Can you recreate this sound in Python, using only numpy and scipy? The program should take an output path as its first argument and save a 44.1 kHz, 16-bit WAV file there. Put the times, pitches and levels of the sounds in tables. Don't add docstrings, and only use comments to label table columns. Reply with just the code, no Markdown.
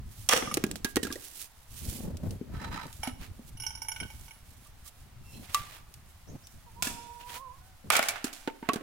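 import sys
import numpy as np
from scipy import signal
from scipy.fft import rfft, irfft
from scipy.io import wavfile
from scipy.ndimage import uniform_filter1d

SR = 44100
rng = np.random.default_rng(int(sys.argv[2]) if len(sys.argv) > 2 else 0)


def put_to_file(sound):
    columns = np.atleast_2d(sound).T
    safe = np.clip(columns, -1, 1)
    whole_steps = np.round(safe * 32767)
    wavfile.write(sys.argv[1], SR, whole_steps.astype(np.int16))


N = 388962

# time_s, level_db
BREEZE = [(0, -39.5), (.6, -67), (1.13, -44.5), (1.28, -67), (1.65, -59.5), (1.8, -42), (2.25, -70),
          (2.9, -49), (3.8, -48.5), (4.95, -56), (5.25, -45.5), (5.9, -54.5), (7.4, -54.5), (7.65, -58),
          (8.4, -69), (8.82, -63)]
# peak_s, length_s, level_db
GUSTS_AND_THUMPS = [(.46, 0.52, -45), (.66, 0.29, -45), (1.88, 0.21, -42), (2.08, 0.41, -38.5),
                    (2.26, 0.21, -33.5), (2.52, 0.3, -42), (2.68, 0.19, -38.5), (2.85, 0.055, -43),
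                    (3.09, 1, -58.5), (4.025, 0.069, -43), (5.37, 0.16, -48.5), (6.31, 0.12, -43),
                    (6.88, 0.35, -50.5), (7.88, 0.15, -47)]
# pitch_hz, level_db
RUMBLE_TONE = [(10, -11), (22, -6), (40, -5.5), (80, -2), (130, -9), (200, -21), (400, -31.5), (1000, -105)]
# pitch_hz, level_db
BUFFET_TONE = [(60, -22), (120, 1), (220, 4), (350, -7.5), (600, -11.5), (1200, -28.5), (3000, -39)]
# pitch_hz, level_db
HUSH_TONE = [(30, 7.5), (100, -14), (390, -21), (750, -11), (1500, -14.5), (2500, -17), (5600, -22),
             (9000, -26), (16000, -26)]
HUSH_DB = -58
BUFFET_BREEZE_DB, BUFFET_GROWTH, BUFFET_DB = -50, 0.58, -67.5
SURGE_RISE, SURGE_RUMBLE_DB = 0.35, -0.5

# pitch_hz, correlation (no unit)
LIKENESS = [(60, 0.89), (400, 0.35), (1200, 0.5), (3000, 0.098), (14000, 0.052)]
# pitch_hz, t60_s
YARD_T60 = [(150, 1), (500, 0.76), (2000, 1), (5000, 0.92), (10000, 0.66), (16000, 0.42)]
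# pitch_hz, level_db
YARD_TONE = [(100, -1), (400, 12), (1200, 5), (2400, 2.5), (6000, 3.5), (16000, 4.5)]
EDGE_HZ = 16100

# time_s, pitch_hz
CROW_PITCH = [(6.66, 495), (6.71, 436), (6.775, 466), (6.83, 513), (6.91, 473.4), (7.22, 475.4),
              (7.27, 491.5), (7.35, 466.6), (7.426, 544), (7.495, 487), (7.59, 573), (7.605, 720),
              (7.68, 770), (7.8, 703)]
# start_s, length_s, level_db, fundamental_db (against the octave)
CROW_NOTES = [(6.66, 0.085, -49.5, -14), (6.755, 0.85, -51, -17), (7.6, 0.19, -65, 3)]
CROW_ATTACK_S, CROW_RELEASE_S, CROW_SWELL_DB_PER_S = 0.021, 0.087, 6
# start_s, length_s, start_pitch_hz, end_pitch_hz, level_db
CALL_PARTIALS = [(5.22, 0.13, 2730, 2650, -61), (5.322, 0.03, 2450, 2950, -51),
                 (5.335, 0.03, 2800, 3600, -56), (5.31, 0.09, 4030, 4170, -56),
                 (6.264, 0.04, 4900, 6700, -55), (6.28, 0.04, 6600, 6570, -58),
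                 (6.422, 0.05, 4700, 6600, -54)]
CALL_FLUTTER = .022
OCTAVE_DB, OCTAVE_FALL_DB_PER_KHZ = 19, 9

# peak_s, length_s, level_db
SWEEPS = [(.23, 0.27, -51.5), (.9, 0.089, -49.5), (1.26, 0.22, -46), (1.41, 0.2, -43.5), (1.82, 0.26, -48),
          (1.95, 0.35, -44.5), (2.97, 0.25, -54.5), (3.49, 0.041, -52.5), (4.2, 0.57, -58.5),
          (4.88, 0.061, -46.5), (5.34, 0.19, -57.5), (5.57, 0.1, -46), (7.35, 0.19, -49)]
# pitch_hz, level_db
CLOTH_TONE = [(200, -6.5), (900, -13.5), (3000, -1), (5000, -1), (10000, 2.5), (15500, -2)]
SWEEP_RISE, RUSTLE_DB, RUSTLE_SWAY_DB = 0.64, -65, 4
CLOTH_FOLD_DB, CLOTH_FOLDS_PER_S = 1.5, 25
# peak_s, length_s, level_db
SCUFFS = [(3.228, 0.1, -48), (5.445, 0.062, -50.5), (5.498, 0.064, -48), (5.57, 0.14, -42.5),
          (5.665, 0.17, -49.5), (5.74, 0.13, -49), (7.21, .06, -51), (7.3, 0.093, -45.5),
          (7.345, 0.081, -41)]
# pitch_hz, level_db
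CRUNCH_TONE = [(300, -5), (800, 1.5), (2400, 3), (3300, 2), (5500, -4.5), (16000, -8)]
# start_s, level_db
TICKS = [(2.17, -51.5), (2.308, -50), (2.867, -56), (2.928, -52), (5.94, -53), (6.47, -53.5)]
# peak_s, length_s, level_db
DRAGS = [(2.55, 0.086, -49.5), (2.63, 0.12, -42), (2.738, 0.072, -41), (2.78, 0.22, -42),
         (2.832, 0.029, -41), (3.06, 0.098, -41)]
# pitch_hz, level_db
GRIT_TONE = [(100, -13), (300, -9), (550, -1), (930, -1.5), (1400, -3), (2200, 1), (3800, -2), (7000, -8),
             (16000, -18)]
# pitch_hz, width_hz, level_db
DRAG_MODES = [(915, 42, 19), (990, 40, 15), (1240, 110, 11), (1305, 55, 17), (1510, 90, 11), (1760, 70, 10),
              (3940, 20, 16), (5010, 30, 8)]
DRAG_RISE = 0.38
DRAG_SHIFT_DB, DRAG_SHIFTS_PER_S, SLIP_DB, SLIPS_PER_S = 3, 20, 3, 110

# start_s, level_db, treble_db
CLINKS = [(.456, -36, -7), (0.512, -35, 2), (3.0315, -22, -5.5), (3.073, -30, -9), (3.571, -46, 6),
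          (3.5992, -31.5, 2), (3.621, -38.5, 8), (3.6352, -29.5, -2.5), (3.6647, -26.5, 4.5),
          (3.7045, -34.5, 1), (3.7511, -38, 5), (3.774, -39, -2), (3.8183, -28.5, 5), (3.847, -38.5, -2),
          (3.8837, -26, 1), (3.9174, -27, -1.5), (3.961, -28.5, -7.5), (4.0008, -25.5, -2.5),
          (4.03, -32, -25), (4.1011, -38.5, -4), (4.2803, -40, -8), (4.308, -39, -5)]
# pitch_hz, level_db, t60_s
STEEL_MODES = [(887, -3, 0.055), (1500, -5.5, 0.07), (2245, 4, 0.042), (2895, 0, 0.045), (3130, -5, 0.04),
               (5422, 1.5, 0.05), (5805, 3.5, 0.03), (7012, -10, 0.06), (8790, -19, 0.1), (9350, -7, 0.02),
               (9648, -5.5, 0.05), (10400, 0, 0.1), (13325, -13, 0.088)]
STEEL_TREBLE_HZ, SKIDS_PER_S = 4000, 300
STEEL_VARY_DB, SCRATCH_DB, SCRATCH_T60 = 2.8, -4, .06

# start_s, level_db, base_pitch_hz, t60_s
RINGS = [(0.324, -18, 1750, .04), (0.336, -20, 505, .06), (0.474, -28, 1210, .08), (0.513, -27, 1200, .06),
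         (0.640, -39, 1642, .11), (0.7135, -18, 7900, .006), (0.847, -27, 1637, .12),
         (0.968, -30, 1895, .08), (1.03, -31, 2980, .03), (1.032, -31, 1800, .04), (1.05, -32, 1640, .08),
         (1.069, -31, 1380, .03), (1.104, -34, 1640, .07), (1.112, -37, 1170, .06),
         (1.158, -34, 1900, .025), (3.033, -29, 797, .045), (3.073, -29, 780, .035), (3.075, -25, 255, .09),
         (3.394, -35, 230, .06), (4.66, -54, 1172, .12), (4.86, -53, 1172, .1), (5.546, -17, 1172, .12),
         (6.87, -31, 1720, .05), (6.871, -30, 2670, .05), (7.903, -13, 1210, .03), (7.904, -18, 2250, .035),
         (7.993, -15, 650, .025), (7.994, -15, 1450, .025), (8.027, -23, 2200, .05), (8.087, -25, 2300, .1),
         (8.476, -31, 904, .13), (8.628, -36, 915, .12), (8.689, -20, 720, .04), (8.695, -17, 1125, .075)]
# multiple of base pitch (no unit), level_db
RING_MODES = [(0.998, -1), (1.68, -19), (2.31, -15.5), (3.16, -30)]
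# start_s, length_s, pitch_hz, level_db
CREAKS = [(7.2, .025, 2750, -53), (7.226, .02, 2720, -53), (7.29, .02, 3200, -49)]
CREAK_WIDTH_HZ = 200
# start_s, level_db
SNAPS = [(.2948, -33), (.3312, -35), (.3351, -28), (.3748, -34), (.7572, -44), (7.9025, -29), (7.9362, -35),
         (7.9543, -37), (7.9666, -31), (7.9928, -33), (8.0287, -37)]
SNAP_T60 = .005

# pitch_hz, level_db, t60_s
THUD_MODES = [(213, -13.5, 0.023), (288.3, 1, 0.027), (348.5, 4.5, 0.019), (434, -9.5, 0.041)]
# pitch_hz, level_db
KNOCK_TONE = [(200, -22), (450, -13.5), (720, 3.5), (1000, -5), (1400, 1), (2400, -2.5), (2900, -4),
              (4500, -16.5), (10000, -29)]
# pitch_hz, level_db
CRACK_TONE = [(1000, -55), (2400, -1), (3500, 2), (5800, 2), (8000, 2), (11000, -1.5), (16000, -7)]
# start_s, thud_db, knock_db, crack_db, crack_t60_s, pan_db
LANDINGS = [(0.424, -37.5, -39, -64, 0.022, 8), (0.541, -70, -61, -26, 0.032, -5.5),
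            (0.571, -27.5, -36, -32.5, 0.0078, -1), (0.639, -24.5, -35.5, -31.5, 0.0098, -5.5),
            (0.665, -38, -86, -46.5, 0.017, -6), (0.7127, -43, -52, -36, 0.0058, -3),
            (0.757, -52, -102, -40, 0.096, -10), (0.846, -31.5, -39.5, -26.5, 0.04, -7),
            (0.958, -38, -42, -28.5, 0.047, -9), (0.967, -23.5, -33, -31, 0.013, -3),
            (1.03, -34, -47, -30.5, 0.11, -9), (1.049, -35, -53, -41, 0.061, -4),
            (1.069, -41, -47.5, -41.5, 0.15, -7), (1.103, -38.5, -57, -55, 0.13, 3),
            (1.115, -54, -61, -46, 0.045, 4), (1.125, -45, -71, -33.5, 0.11, -9),
            (1.156, -41, -70, -44.5, 0.061, -7), (2.412, -35, -69, -85, 0.025, 19),
            (3.073, -69, -55, -40, 0.096, 0), (5.5455, -80, -42.5, -23, 0.014, -0.5),
            (7.9925, -40, -32.5, -50, 0.017, 1), (8.026, -51, -35, -31, 0.3, -3),
            (8.0855, -73, -35.5, -24, 0.1, -3), (8.158, -78, -39.5, -55, 0.067, -8),
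            (8.2425, -31.5, -39, -30, 0.14, -4.5), (8.329, -58, -50, -37.5, 0.54, -6.5),
            (8.475, -30.5, -38, -48, 0.034, -5.5), (8.626, -40.5, -47, -64, 0.61, -6),
            (8.6885, -27.5, -29.5, -39, 0.021, -9), (8.7335, -35, -43, -33, 0.057, -8),
            (8.758, -33, -43.5, -43, 0.048, -3), (8.809, -45, -56, -71, 0.041, -5)]
# start_s, thud_db, knock_db, crack_db, crack_t60_s, pan_db
SPLITS = [(0.309, -67, -30, -43, 0.17, -9), (0.3235, -60, -28.5, -31, 0.028, -1),
          (0.3305, -48, -44, -29.5, 0.02, -11), (0.3348, -48, -33, -44, 0.016, -2),
          (0.361, -48, -35, -32, 0.067, -3), (0.374, -48, -59, -34.5, 0.018, 9),
          (6.869, -45.5, -44.5, -36.5, 0.055, -3), (7.919, -71, -29, -27.5, 0.2, -4),
          (7.935, -60, -28.5, -32, 0.21, 16), (7.951, -56, -26.5, -32, 0.07, -10),
          (7.965, -60, -32.5, -25.5, 0.047, -3)]
# start_s, thud_db, knock_db, crack_db, crack_t60_s, pan_db
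CHOPS = [(0.2888, -64, -38, -30, 0.039, -5), (0.2942, -67, -34.5, -54, 0.019, 2),
         (6.8235, -40, -40, -34.5, 0.012, -3), (7.902, -44, -28.5, -38, 0.025, -5.5)]
# pitch_hz, width_hz, level_db
THICK_LOG = [(500, 34, 7.5), (1200, 140, 3.5), (1660, 46, -20), (1970, 150, -4), (2720, 620, -4),
             (3330, 62, 5), (5740, 380, 1)]
# pitch_hz, width_hz, level_db
SLIM_LOG = [(1150, 80, 0), (1430, 35, -2), (1780, 35, -4), (2300, 170, 0), (2560, 30, -8), (3400, 130, -3)]
SECOND_LOG_S, SECOND_LOG_THUD = 4.4, 0.912


def amp(db):
    return 10 ** (np.asarray(db) / 20)


def unit(x):
    return x / np.sqrt(np.mean(x ** 2) + 1e-20)


def read(points, hz):
    f, value = np.transpose(points)
    return np.interp(np.log(hz + 1), np.log(f + 1), value)


def level(rows):
    return amp(np.interp(np.arange(N) / SR, *np.transpose(rows)))


def swells(rows, rise):
    t, power = np.arange(N) / SR, np.zeros(N)
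    for s, length, db in rows:
        away = (t - s) / (length * np.where(t < s, rise, 1 - rise))
        power += (amp(db) * np.exp(-2 * away ** 2)) ** 2
    return np.sqrt(power)


def sides(pan_db):
    return unit(amp([[pan_db / 2], [-pan_db / 2]]))


def add(mix, s, sound):
    part = mix[:, max(round(s * SR), 0):][:, :sound.shape[1]]
    part += sound[:, :part.shape[1]]


def noise(tone, size):
    hz = np.fft.rfftfreq(size, 1 / SR)
    a, b = rfft(rng.standard_normal((2, size)))
    same = np.clip(read(LIKENESS, hz), -1, 1)
    right = same * a + np.sqrt(1 - same ** 2) * b
    return unit(irfft(np.array([a, right]) * amp(read(tone, hz)), size))


def wander(rate):
    spectrum = rfft(rng.standard_normal(N))
    return unit(irfft(spectrum * np.exp(-(np.fft.rfftfreq(N, 1 / SR) / rate) ** 2), N))


def patter(per_s, size):
    return rng.standard_normal(size) * (rng.random(size) < per_s / SR)


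def ring(modes, t, spread):
    out = 0
    for hz, db, t60 in modes:
        phase = spread * rng.standard_normal((2, 1))
        out = out + amp(db - 60 * t / t60) * np.sin(2 * np.pi * hz * t + phase)
    return out


def resonate(x, modes):
    return sum(amp(db) * signal.lfilter(*signal.iirpeak(hz, hz / width, SR), x) for hz, width, db in modes)


def blow(x, db):
    return amp(db) * x / np.sqrt(np.mean(x ** 2, 1, keepdims=True) * x.shape[1] / (.025 * SR) + 1e-20)


def wind_and_thumps():
    breeze, surges = level(BREEZE), swells(GUSTS_AND_THUMPS, SURGE_RISE)
    rumble_gain = np.hypot(breeze, amp(SURGE_RUMBLE_DB) * surges)
    rumble = rumble_gain * unit(noise(RUMBLE_TONE, N) * amp(4.5 * wander(23)))
    eddies = amp(BUFFET_DB) * (breeze / amp(BUFFET_BREEZE_DB)) ** BUFFET_GROWTH
    buffet = np.hypot(eddies, surges) * unit(noise(BUFFET_TONE, N) * amp(4.35 * wander(55)))
    return rumble + buffet + amp(HUSH_DB) * noise(HUSH_TONE, N)


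def yard(x, delay_s=.017, early_db=5, early_t60=0.26):
    taps = patter(5000, (2, SR))
    hz, t, z = signal.stft(taps, SR, nperseg=256)
    decay = amp(-60 * t / read(YARD_T60, hz)[:, None]) + amp(early_db - 60 * t / early_t60)
    tail = signal.istft(z * decay * amp(read(YARD_TONE, hz))[:, None], SR, nperseg=256)[1]
    tail = tail / np.linalg.norm(tail, axis=1, keepdims=True)
    tail = np.pad(tail, ((0, 0), (int(delay_s * SR), 0)))
    return signal.fftconvolve(x, tail, axes=1)[:, :N]


def rooster(jitter=0.007, shimmer_db=1.5):
    t = np.arange(N) / SR
    pitch = np.interp(t, *np.transpose(CROW_PITCH)) * (1 + jitter * wander(82))
    phase, out = 2 * np.pi * np.cumsum(pitch) / SR, np.zeros(N)
    for s, length, db, fundamental_db in CROW_NOTES:
        attack = np.clip((t - s) / CROW_ATTACK_S, 0, 1)
        release = np.clip((s + length - t) / CROW_RELEASE_S, 0, 1) ** 2
        voice = unit(amp(fundamental_db) * np.sin(phase) + np.sin(2 * phase))
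        out += attack * release * voice * amp(db + CROW_SWELL_DB_PER_S * np.clip(t - s, 0, length))
    return out * amp(shimmer_db * wander(25)) * sides(-13.0)


def thin_calls(direct_db=-3, scatter_db=-1, scatter_t60=0.35):
    out = np.zeros((2, N))
    for s, length, start_hz, end_hz, db in CALL_PARTIALS:
        hz = np.linspace(start_hz, end_hz, int(length * SR))
        phase = 2 * np.pi * np.cumsum(hz * (1 + CALL_FLUTTER * wander(540)[:len(hz)])) / SR
        octave = amp(OCTAVE_DB - OCTAVE_FALL_DB_PER_KHZ * hz / 1000)
        partial = np.hanning(len(hz)) * (np.sin(phase) + octave * np.sin(2 * phase))
        add(out, s, amp(db) * sides(-1.8) * partial)
    t = np.arange(SR // 2) / SR
    branches = rng.standard_normal((2, len(t))) * amp(-60 * t / scatter_t60)
    scattered = signal.fftconvolve(out, branches / np.linalg.norm(branches[0]), axes=1)[:, :N]
    return amp(direct_db) * out + amp(scatter_db) * scattered


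def clothes():
    motion = np.hypot(swells(SWEEPS, SWEEP_RISE), amp(RUSTLE_DB + RUSTLE_SWAY_DB * wander(5.4)))
    flicker_db = 1.74 * wander(230) + CLOTH_FOLD_DB * wander(CLOTH_FOLDS_PER_S)
    return amp(1.5) * motion * unit(noise(CLOTH_TONE, N) * amp(flicker_db)) * sides(-7.5)


def footsteps():
    crunch = swells(SCUFFS, DRAG_RISE) * unit(noise(CRUNCH_TONE, N) * amp(2.1 * wander(340)))
    ticks, t = np.zeros((2, N)), np.arange(SR // 20) / SR
    for s, db in TICKS:
        add(ticks, s, blow(noise(CRACK_TONE, len(t)) * amp(-60 * t / 0.029), db))
    return crunch * sides(-4.5) + ticks


def dragged_log():
    slips = noise(GRIT_TONE, N) * amp(SLIP_DB * wander(SLIPS_PER_S))
    body = 0
    for mode in DRAG_MODES:
        body = body + resonate(slips, [mode]) * amp(DRAG_SHIFT_DB * wander(DRAG_SHIFTS_PER_S))
    return amp(1.0) * swells(DRAGS, DRAG_RISE) * unit(slips + body) * sides(-4.5)


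def axe_head(steel_db=-7.5, scratch_hz=200, tick_db=-5, tick_t60=0.0013, skid_db=-7, skid_t60=0.056):
    out, t = np.zeros((2, N)), np.arange(SR // 3) / SR
    for s, db, treble_db in CLINKS:
        modes = []
        for hz, mode_db, t60 in STEEL_MODES:
            mode_db += treble_db * (hz > STEEL_TREBLE_HZ) + STEEL_VARY_DB * rng.standard_normal()
            modes.append((hz, mode_db, t60))
        bounces = (t == 0) + patter(SKIDS_PER_S, len(t)) * amp(skid_db - 60 * t / skid_t60)
        bounces = bounces[None] / np.linalg.norm(bounces)
        steel = signal.fftconvolve(ring(modes, t, 1.42), bounces, axes=1)[:, :len(t)]
        bands = [(hz, scratch_hz, mode_db) for hz, mode_db, _ in modes]
        scratch = unit(resonate(rng.standard_normal((2, len(t))), bands))
        clink = steel + scratch * amp(SCRATCH_DB - 60 * t / SCRATCH_T60)
        clink = clink * (1 - np.exp(-t / 0.0014))
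        tick = noise(CRACK_TONE, len(t)) * amp(tick_db - 60 * t / tick_t60)
        add(out, s, amp(db + steel_db) * sides(-5.5) * (clink + tick))
    return out


def struck_rings():
    out, t = np.zeros((2, N)), np.arange(SR // 3) / SR
    for s, db, hz, t60 in RINGS:
        modes = [(hz * k, mode_db, t60 / k ** .5) for k, mode_db in RING_MODES if hz * k < EDGE_HZ]
        add(out, s, amp(db) * sides(-2.1) * ring(modes, t, 0.55) * (1 - np.exp(-t / 0.00035)))
    return out


def creaks():
    out = np.zeros((2, N))
    for s, length, hz, db in CREAKS:
        slips = rng.standard_normal((2, int(length * SR)))
        creak = unit(resonate(slips, [(hz, CREAK_WIDTH_HZ, 0)]))
        add(out, s, amp(db) * creak * np.hanning(slips.shape[1]))
    return out


def snaps():
    out, t = np.zeros((2, N)), np.arange(SR // 20) / SR
    for s, db in SNAPS:
        crack = (noise(KNOCK_TONE, len(t)) + noise(CRACK_TONE, len(t))) * amp(-60 * t / SNAP_T60)
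        add(out, s, sides(-9.5) * blow(crack, db))
    return out


def impacts(rows, thud_db, knock_db, crack_db, rise_s, knock_length, debris_db, debris_t60,
            grain_db, snap_db, snap_t60):
    out, t = np.zeros((2, N)), np.arange(SR // 4) / SR
    for s, thud, knock, crack, t60, pan in rows:
        attack = 1 - np.exp(-(t / rise_s) ** 2)
        snap = amp(snap_db - 60 * t / snap_t60)
        grains = amp(grain_db * unit(uniform_filter1d(rng.standard_normal(len(t)), size=40)))
        debris = grains * amp(debris_db - 60 * t / debris_t60)
        pitch_ratio = np.exp(0.11 * rng.standard_normal())
        if s > SECOND_LOG_S:
            pitch_ratio *= SECOND_LOG_THUD
        modes = [(hz * pitch_ratio * rng.uniform(0.966, 1.077), db, d) for hz, db, d in THUD_MODES]
        low = ring(modes, t, 0.27) * (1 - np.exp(-(t / 0.0044) ** 2))
        body_fade = amp(-60 * t / (t60 * knock_length)) * np.sqrt(grains)
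        body = noise(KNOCK_TONE, len(t)) * attack * (snap + body_fade + debris)
        top_fade = amp(-60 * t / t60) * np.sqrt(grains)
        top = noise(CRACK_TONE, len(t)) * attack * (snap + top_fade + debris)
        add(out, s, sides(pan / 3) * blow(low, thud + thud_db))
        add(out, s, sides(pan) * (blow(body, knock + knock_db) + blow(top, crack + crack_db)))
    return out


def log_body(x, direct_db=-3, ring_db=-2):
    first = np.arange(N) / SR < SECOND_LOG_S
    ringing = resonate(x * first, THICK_LOG) + resonate(x * ~first, SLIM_LOG)
    return amp(direct_db) * x + amp(ring_db) * ringing


def landings():
    return impacts(LANDINGS, thud_db=-2.0, knock_db=0.5, crack_db=-4.5, rise_s=0.00013,
                   knock_length=2.74, debris_db=-42, debris_t60=0.16,
                   grain_db=6.5, snap_db=1.5, snap_t60=0.034)


def splits():
    return log_body(impacts(SPLITS, thud_db=8.0, knock_db=2.0, crack_db=0.0, rise_s=0.0014,
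                            knock_length=2.1, debris_db=-32, debris_t60=0.18,
                            grain_db=1.0, snap_db=-20, snap_t60=0.0081))


def chops():
    return log_body(impacts(CHOPS, thud_db=-11.0, knock_db=3.5, crack_db=8.5, rise_s=0.00031,
                            knock_length=2.2, debris_db=-7, debris_t60=0.1,
                            grain_db=-3, snap_db=-31, snap_t60=0.0054))


def scene():
    background = wind_and_thumps() + clothes() + footsteps() + dragged_log()
    voices, steel, rings = rooster() + thin_calls(), axe_head(), struck_rings()
    landed, torn, chopped = landings(), splits(), chops()
    to_yard = amp(-2.5) * chopped + amp(-10.5) * torn + amp(-19.5) * landed
    to_yard += amp(-15.5) * rings + amp(-10.5) * steel + .18 * voices
    wood = chopped + torn + snaps() + creaks() + landed + rings
    return wood + steel + voices + yard(to_yard) + background


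def record(dry):
    lowpass = signal.firwin(255, EDGE_HZ, window=("kaiser", 9), fs=SR)
    return signal.oaconvolve(dry, lowpass[None], "same")


dry = scene()
out = record(dry)
put_to_file(out)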